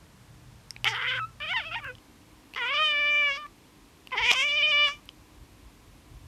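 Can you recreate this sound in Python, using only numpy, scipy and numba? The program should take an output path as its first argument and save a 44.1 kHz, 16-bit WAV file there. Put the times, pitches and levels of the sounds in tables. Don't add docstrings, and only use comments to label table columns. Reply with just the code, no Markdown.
import sys
import numpy as np
from scipy import signal
from scipy.fft import rfft, irfft, next_fast_len
from scipy.io import wavfile
from scipy.ndimage import uniform_filter1d, map_coordinates
from numba import njit

SR = 44100
rng = np.random.default_rng(int(sys.argv[2]) if len(sys.argv) > 2 else 0)


def log_audio(samples):
    frames = np.atleast_2d(samples).T
    limited = np.clip(frames, -1, 1)
    pcm = np.round(limited * 32767).astype(np.int16)
    wavfile.write(sys.argv[1], SR, pcm)


N = 276507


def amp(db):
    return 10 ** (np.asarray(db) / 20)


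def along(points, hz):
    point_hz, values = np.transpose(points)
    return np.interp(np.log(hz + 1), np.log(point_hz + 1), values, left=values[0], right=values[-1])


def curves(rows):
    seconds, *columns = np.transpose(rows)
    return [np.interp(np.arange(N) / SR, seconds, column) for column in columns]


def filtered(x, response):
    size = next_fast_len(N + 8192)
    hz = np.fft.rfftfreq(size, 1 / SR)
    return irfft(rfft(x, size) * response(hz), size)[:N]


def unit(x):
    return x / x.std()


def noise(spectrum):
    return unit(filtered(rng.standard_normal(N), lambda hz: amp(along(spectrum, hz))))


def even(x, size=900):
    power = np.abs(uniform_filter1d(x * x, size))
    return x / np.sqrt(power + 1e-12)


def wobble(rate):
    points = rng.standard_normal(int(N * rate / SR) + 4)
    return map_coordinates(points, [np.arange(N) * rate / SR])


@njit
def resonate(x, hz, width_hz, rate):
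    y = np.zeros(len(x))
    r = np.exp(-np.pi * width_hz / rate)
    for i in range(2, len(x)):
        push = (1 - r) * (x[i] - x[i - 2])
        y[i] = push + 2 * r * np.cos(2 * np.pi * hz[i] / rate) * y[i - 1] - r * r * y[i - 2]
    return y


# frequency in Hz, relative level in dB per Hz.
FIRST_ROOM_COLOUR = [(12, -33.5), (20, -4.5), (125, -3.5), (242, -13), (318, -19), (418, -20), (763, -22.5),
                     (899, -20.5), (1030, -20.5), (1220, -23), (4910, -30.5), (8490, -34), (13900, -40)]
SECOND_ROOM_COLOUR = [(12, -46.5), (20, -21), (49, -3), (129, -6), (211, -7.5), (293, -4.5), (385, -11),
                      (520, -14.5), (580, -16.5), (924, -15.5), (1000, -13), (1390, -20.5), (2340, -19.5),
                      (13900, -32.5)]
MOVE_S = 1.998
FIRST_DB, SECOND_DB = -53, -56


def room_hiss(first):
    first_hiss = amp(FIRST_DB) * noise(FIRST_ROOM_COLOUR)
    second_hiss = amp(SECOND_DB) * noise(SECOND_ROOM_COLOUR)
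    return first * first_hiss + (1 - first) * second_hiss


# time of the middle in seconds, rise over the plain hum in dB.
HUM_SWELLS = [(.45, 10.5), (.89, 18.5), (1.2, 18), (1.76, 9.5)]
HUM_DB, SWELL_S = -64, 0.086


def hum(t):
    swells_db = sum(db * np.exp(-.5 * ((t - s) / SWELL_S) ** 2) for s, db in HUM_SWELLS)
    level_db = HUM_DB + swells_db + 0.43 * wobble(13.5)
    cycles = np.cumsum(118 + 3 * wobble(8.6)) / SR
    return amp(level_db) * np.sqrt(2) * np.sin(2 * np.pi * cycles)


# centre in Hz, width in Hz, level in dB.
ROOM_TONES = [(47.4, 22, -64.5), (305, 2.6, -68.5)]


def room_tones():
    total = 0
    for hz, width_hz, db in ROOM_TONES:
        band = [(hz - 2 * width_hz, -50), (hz, 0), (hz + 2 * width_hz, -50)]
        total = total + amp(db) * noise(band)
    return total


# frequency in Hz, relative level in dB per Hz.
RUMBLE_COLOUR = [(20, -45), (40, 4.5), (90, -0.5), (135, -1), (200, -50.5)]
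RUMBLE_S, RUMBLE_DB, RUMBLE_DB_PER_S = 4.05, -65.5, 4.5
SURGE_DB, SURGE_S = 10, 0.11


def rumble(t):
    growth_db = RUMBLE_DB_PER_S * (t - RUMBLE_S)
    surge_db = SURGE_DB * np.exp((t - t[-1]) / SURGE_S)
    level_db = RUMBLE_DB + growth_db + surge_db + 5.2 * wobble(19)
    fade_in = np.clip((t - RUMBLE_S) * 10, 0, 1)
    return fade_in * amp(level_db) * noise(RUMBLE_COLOUR)


def background():
    t = np.arange(N) / SR
    first = np.clip((MOVE_S - t) / .004, 0, 1)
    return room_hiss(first) + first * hum(t) + room_tones() + rumble(t)


# frequency in Hz, time to fade by 60 dB in seconds.
WALL_FADES = [(300, .15), (3000, .11), (10000, .07)]


def walls(x):
    hz, t, bands = signal.stft(rng.standard_normal(SR // 3), SR, nperseg=256)
    fade = amp(-60 * t / along(WALL_FADES, hz)[:, None])
    tail = signal.istft(bands * fade, SR, nperseg=256)[1]
    late = np.pad(x, (200, 0))
    return signal.fftconvolve(late, tail / np.linalg.norm(tail))[:N]


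# start in seconds, level in dB, ring in Hz,
# hiss in dB relative to the click, before a shared boost.
CLICKS = [(.7068, -22, 5300, -20), (.7642, -28, 2400, -34), (.8445, -7, 2900, -22), (1.403, -33, 2900, -32),
          (1.844, -39, 2800, -6), (1.952, -38, 3160, -26), (1.9835, -43, 3000, -20),
          (2.5375, -30, 2640, -18), (2.5485, -29, 2850, -24), (3.465, -40, 2300, -18),
          (4.0727, -31, 2830, -16), (4.1095, -37, 2600, -32), (4.262, -19, 2100, -34),
          (4.3115, -12, 2450, -26), (4.316, 0, 3200, -30), (4.883, -23, 2300, -28), (5.056, -55, 2600, 10),
          (5.0903, -27, 3070, -28)]
CLICK_T60, SNAP_DB = .008, -6


def clicks():
    out, t = np.zeros(N + SR), np.arange(SR // 20) / SR
    rise = 1 - np.exp(-t / .00015)
    spits = rng.standard_normal((len(CLICKS), len(t)))
    for (s, db, hz, hiss_db), spit in zip(CLICKS, spits):
        t60 = CLICK_T60 / (1 + amp(db - SNAP_DB))
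        tone = lambda ratio: np.sin(2 * np.pi * ratio * hz * t)
        ring = (1.4 * tone(1) + .4 * tone(1.6) + .3 * tone(.4)) * amp(-60 * t / t60)
        hiss_fade = amp(hiss_db + 4.5 - 60 * t / 0.0048)
        hiss = hiss_fade * np.diff(spit, prepend=0)
        out[round(s * SR):][:len(t)] += amp(db) * rise * (ring + hiss)
    return out[:N]


# start in seconds, end in seconds, hoarseness from 0 to 1.
RASPS = [(.85, .915, .55), (.945, 1.068, .76), (1.115, 1.135, .45), (1.178, 1.19, .4), (.85, 1.19, .26),
         (1.41, 1.93, .18), (1.635, 1.65, .35), (1.715, 1.75, .35), (1.79, 1.802, .4), (1.85, 1.875, .35),
         (2.56, 2.59, .48), (2.56, 2.8, .15), (3.355, 3.44, .13), (4.11, 4.31, .23), (4.315, 4.345, .55),
         (4.35, 4.45, .13), (4.45, 4.72, .09), (4.88, 5, .15)]
CLEAR, RASP_EDGE_S = .05, .012


def hoarseness():
    t = np.arange(N) / SR
    spells = []
    for start, end, hoarse in RASPS:
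        times = [start - RASP_EDGE_S, start, end, end + RASP_EDGE_S]
        spells.append(np.interp(t, times, [CLEAR, hoarse, hoarse, CLEAR]))
    return np.max(spells, axis=0)


def folds(pitch_hz, hoarse, waver=.1, jitter=.15, shimmer_db=5, breath=.8):
    cycles = np.cumsum(pitch_hz * (1 + waver * hoarse * wobble(90))) / SR
    torn = hoarse ** 1.5
    at = np.interp(np.arange(1, int(cycles[-1]) - 2), cycles, np.arange(N))
    chance = rng.standard_normal((N // 40, 2))[:len(at)] * torn[at.astype(int), None]
    period = SR / pitch_hz[at.astype(int)]
    at = np.clip(at + jitter * chance[:, 0] * period, 8, N - 9)
    taps = at.astype(int)[:, None] + np.arange(-7, 9)
    off = taps - at[:, None]
    shape = np.sinc(off) * np.cos(np.pi * off / 16) ** 2
    sized = shape * amp(shimmer_db * chance[:, 1:])
    pulses = np.bincount(taps.ravel(), sized.ravel(), N)
    puffs = rng.standard_normal(N) * (1 + np.cos(2 * np.pi * cycles)) * np.sqrt(pitch_hz / SR)
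    return breath * torn * puffs - pulses, cycles


def side_cavity(hz):
    return (4150 ** 2 - hz * hz + 220j * hz) / (4150 ** 2 - hz * hz + 750j * hz)


# time in seconds, pitch in Hz, level in dB, then the throat,
# treble and fundamental, each in dB relative to the mouth.
CHATTER = [(0.852, 406, -28, -7, -17, -23), (0.866, 386.3, -22.5, -10, -24, -26),
           (0.878, 389.6, -20, -9, -15, -23), (0.896, 461, -33.5, -4, -1, -18),
           (0.908, 469, -35, -15, -5, -12), (0.936, 394.4, -32.5, 1, -18, -18),
           (0.958, 458.7, -30, -9, -15, -20), (0.974, 477, -33, 5, -22, -12),
           (1.068, 468.7, -28.5, -7.5, -29, -24), (1.08, 529.5, -27, -9, -39, -16),
           (1.122, 498.7, -28, -2.5, -29, -22), (1.162, 532.9, -31, 2.5, -34, -7.5),
           (1.194, 496, -30, 15, -30, -21)]
SQUEAK = [(1.197, 1363, -30, -7, -30, 10.8), (1.219, 1288, -32, -1, -30, 26),
          (1.247, 1296, -31, -1, -30, 29), (1.269, 1356, -53.5, -3, -30, 26),
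          (1.33, 1294, -66, -3, -30, 20)]
TRILL = [(1.402, 587, -38, 4, -30, -12), (1.422, 593, -33, -5, -30, -17), (1.45, 646, -34, 0, -22, -9),
         (1.466, 579, -36.5, -1, -19, -14), (1.516, 727, -28.5, -7.5, -19, -8),
         (1.532, 765, -28, -1, -22, -13), (1.536, 993, -30, -8, -20, -1), (1.56, 1010, -28.5, -5, -21, -4),
         (1.566, 922, -23, 0, -28, -13), (1.596, 871, -32, -3, -24, -6), (1.6, 750, -31, -4, -19, -8.5),
         (1.63, 588.3, -42, -4, -18, -9), (1.638, 581, -42, 7, -14, -14),
         (1.67, 668, -36.5, -10, -16, -6.5), (1.71, 623, -44, -4, -19, -7),
         (1.716, 696.5, -34.5, -0.5, -24, -16), (1.736, 697, -35, -10, -21, -11),
         (1.748, 720.4, -30, -2, -22, -15), (1.75, 792, -41, -10, -26, -8), (1.752, 862, -33, -5, -24, -15),
         (1.756, 858, -29, 0, -24, -11), (1.76, 981.7, -30, -5, -25, -1),
         (1.782, 917.6, -35.5, -5, -22, -3), (1.8, 736.9, -43, 1, -24, -14),
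         (1.808, 589, -52.5, 4, -24, -14), (1.846, 560, -37.5, 8, -27, -15),
         (1.904, 489.4, -37.5, 11, -32, 5), (1.94, 510, -62, -5, -24, 9)]
FIRST_MEW = [(2.561, 452, -32.5, -1, -13, -13), (2.577, 490, -32, -6, -20, -24),
             (2.601, 515.4, -31.5, -7.5, -25, -23), (2.623, 485, -29, 2.5, -32, -16),
             (2.677, 492.5, -29.5, -3, -25, -23), (2.707, 541.5, -28, -2.5, -35, -15.5),
             (2.753, 583.1, -26.5, -3, -11, -13), (2.821, 624.5, -22.5, 4.5, -33, -9.5),
             (2.951, 583.8, -26, -1.5, -23, -16), (3.187, 592.4, -22.5, -9, -29, -20),
             (3.279, 572.6, -25, -5.5, -27, -20), (3.317, 551, -27.5, -8.5, -22, -17.5),
             (3.357, 559, -35, 0.5, -6, -17), (3.367, 581, -34, -3.5, -9, -14),
             (3.399, 608, -41, 4.5, -14, -10), (3.459, 579, -39.5, 25, -28, -31),
             (3.478, 603, -60, 16, -22, -12)]
SECOND_MEW = [(4.118, 522, -36, 5, -16, -22), (4.126, 515, -27.5, -12, -26, -22),
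              (4.146, 487, -31, 2.5, -34, -15), (4.166, 397.6, -35, 2, -15, -8),
              (4.18, 417.5, -23.5, -17, -20.5, -27), (4.208, 491.4, -29, 0.5, -17, -21),
              (4.242, 448.8, -23.5, -13, -15.5, -23), (4.278, 510.7, -24.5, -12.5, -15, -22),
              (4.298, 485.6, -17.5, -19, -23.5, -31), (4.314, 493.6, -16.5, -12, -9, -19),
              (4.318, 557, -37, 3, 6, -32), (4.32, 675, -28, -12, -7, -4),
              (4.334, 754, -24.5, -1, 1.5, -12), (4.342, 661.5, -29, -7, -12, -12),
              (4.354, 509, -27.5, -6.5, -12.5, -23), (4.408, 530, -23, -10.5, -13.5, -23),
              (4.456, 592.4, -25.5, -17.5, -19, -16.5), (4.496, 576.1, -26.5, -16.5, -16.5, -18),
              (4.564, 595, -25.5, -17.5, -17, -15), (4.58, 615.5, -23, -13.5, -16.5, -15),
              (4.62, 569, -25, -12, -18.5, -18.5), (4.63, 604.7, -20, -25, -28, -20.5),
              (4.706, 605, -25, -15, -14, -13), (4.722, 579.6, -22.5, -8.5, -23, -20),
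              (4.85, 590.3, -20, -4.5, -18, -16.5), (4.89, 558, -30, 4.5, -7.5, -12.5),
              (4.932, 580, -39.5, -7.5, -11, -17), (4.995, 596, -63, 2.5, -3, -15)]
CALLS = [CHATTER, SQUEAK, TRILL, FIRST_MEW, SECOND_MEW]
# time in seconds, throat in Hz, mouth in Hz,
# front cavity in dB relative to the mouth.
MOUTH_SHAPES = [(.86, 1270, 2144, -5), (.95, 1370, 1950, -4.5), (1.07, 1410, 2100, -4),
                (1.19, 1483, 2291, 1.5), (1.21, 1580, 2617, 2.5), (1.4, 1474, 2516, -3),
                (1.52, 1457, 2250, -3), (1.55, 1100, 1950, -5), (1.6, 1470, 2150, -7),
                (1.67, 1370, 2600, -2.5), (1.73, 1438, 2580, -3.5), (1.77, 946, 2060, -20),
                (1.82, 1276, 2360, 2), (1.86, 1467, 2720, -28), (1.92, 1425, 2430, -8),
                (2.57, 1122, 2000, -5), (2.75, 1283, 2410, -5.5), (2.82, 1379, 2364, 9),
                (2.96, 1504, 2366, -7.5), (3.3, 1385, 2414, -15), (3.4, 1260, 2264, 5.5),
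                (4.13, 1032, 2201, -11), (4.18, 880.4, 2043, -9.5), (4.3, 984, 2320, -8),
                (4.36, 1200, 2314, -2), (4.64, 1339, 2437, -6.5), (4.85, 1351, 2433, -1.5),
                (4.95, 1220, 2343, -0.5)]
# centre in Hz, width in Hz, level in dB relative to one another.
UPPER_RESONANCES = [(4580, 1390, 11.5), (5650, 1680, 4), (6260, 290, -13), (8850, 1400, -37.5)]
# frequency in Hz, relative level in dB per Hz.
AIR_COLOUR = [(3000, -26), (6000, -7.5), (8000, 1.5), (11000, -5), (14000, -5.5)]
OCTAVE_S, OCTAVE_DB, OCTAVE_T60 = 0.862, -37.5, 0.74


def voice():
    pitch_hz, level_db, throat_db, treble_db, base_db = curves(np.concatenate(CALLS))
    throat_hz, mouth_hz, front_db = curves(MOUTH_SHAPES)
    t = np.arange(N) / SR
    sounding = np.zeros(N)
    for call in CALLS:
        sounding[round(call[0][0] * SR):round((call[-1][0] + .006) * SR)] = 1
    sounding = uniform_filter1d(sounding, size=130)

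    hoarse = hoarseness()
    source, cycles = folds(pitch_hz, hoarse)
    fundamental = amp(base_db) * np.sin(2 * np.pi * cycles)
    octave_db = OCTAVE_DB - 60 * np.abs(t - OCTAVE_S) / OCTAVE_T60
    octave = (t < SQUEAK[0][0]) * amp(octave_db) * np.sin(4 * np.pi * cycles)

    twice = lambda hz, narrow_hz, wide_hz: resonate(resonate(source, hz, narrow_hz, SR), hz, wide_hz, SR)
    drift = lambda db, rate: amp(db * wobble(rate))
    throat = unit(twice(throat_hz, 330., 700.)) * drift(1.2, 35)
    mouth = unit(twice(mouth_hz, 330., 700.)) * drift(1.3, 35)
    front = unit(twice(np.full(N, 3080.), 570.0, 920.0)) * drift(4.2, 35)
    treble = np.zeros(N)
    for k, (hz, width_hz, db) in enumerate(UPPER_RESONANCES):
        ring = twice(np.full(N, 1. * hz), 1. * width_hz, 2.5 * width_hz)
        treble += (-1) ** k * amp(db) * ring * drift(5.5, 14)
    treble = even(treble)
    air = amp(-5) * hoarse ** 2 * noise(AIR_COLOUR)

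    throat_gain = amp(throat_db) * np.clip(throat_hz / pitch_hz - 1, 0, .5) * 2
    rings = throat_gain * throat - mouth + amp(front_db) * front - amp(treble_db) * (treble + air)
    call_sound = amp(level_db) * even(rings + np.sqrt(2) * fundamental)
    return filtered(sounding * (call_sound + np.sqrt(2) * octave), side_cavity)


def scene():
    cat = voice() + clicks()
    return (cat + amp(-21) * walls(cat) + background())[None]


TOP_HZ = 16000


def record(dry):
    colour = [(20, -30), (33, -16), (41, 0), (13900, 0), (14100, -18), (TOP_HZ, -20)]  # (Hz, dB)
    return filtered(dry[0], lambda hz: amp(along(colour, hz)) * (hz < TOP_HZ))[None]


dry = scene()
out = record(dry)
log_audio(out)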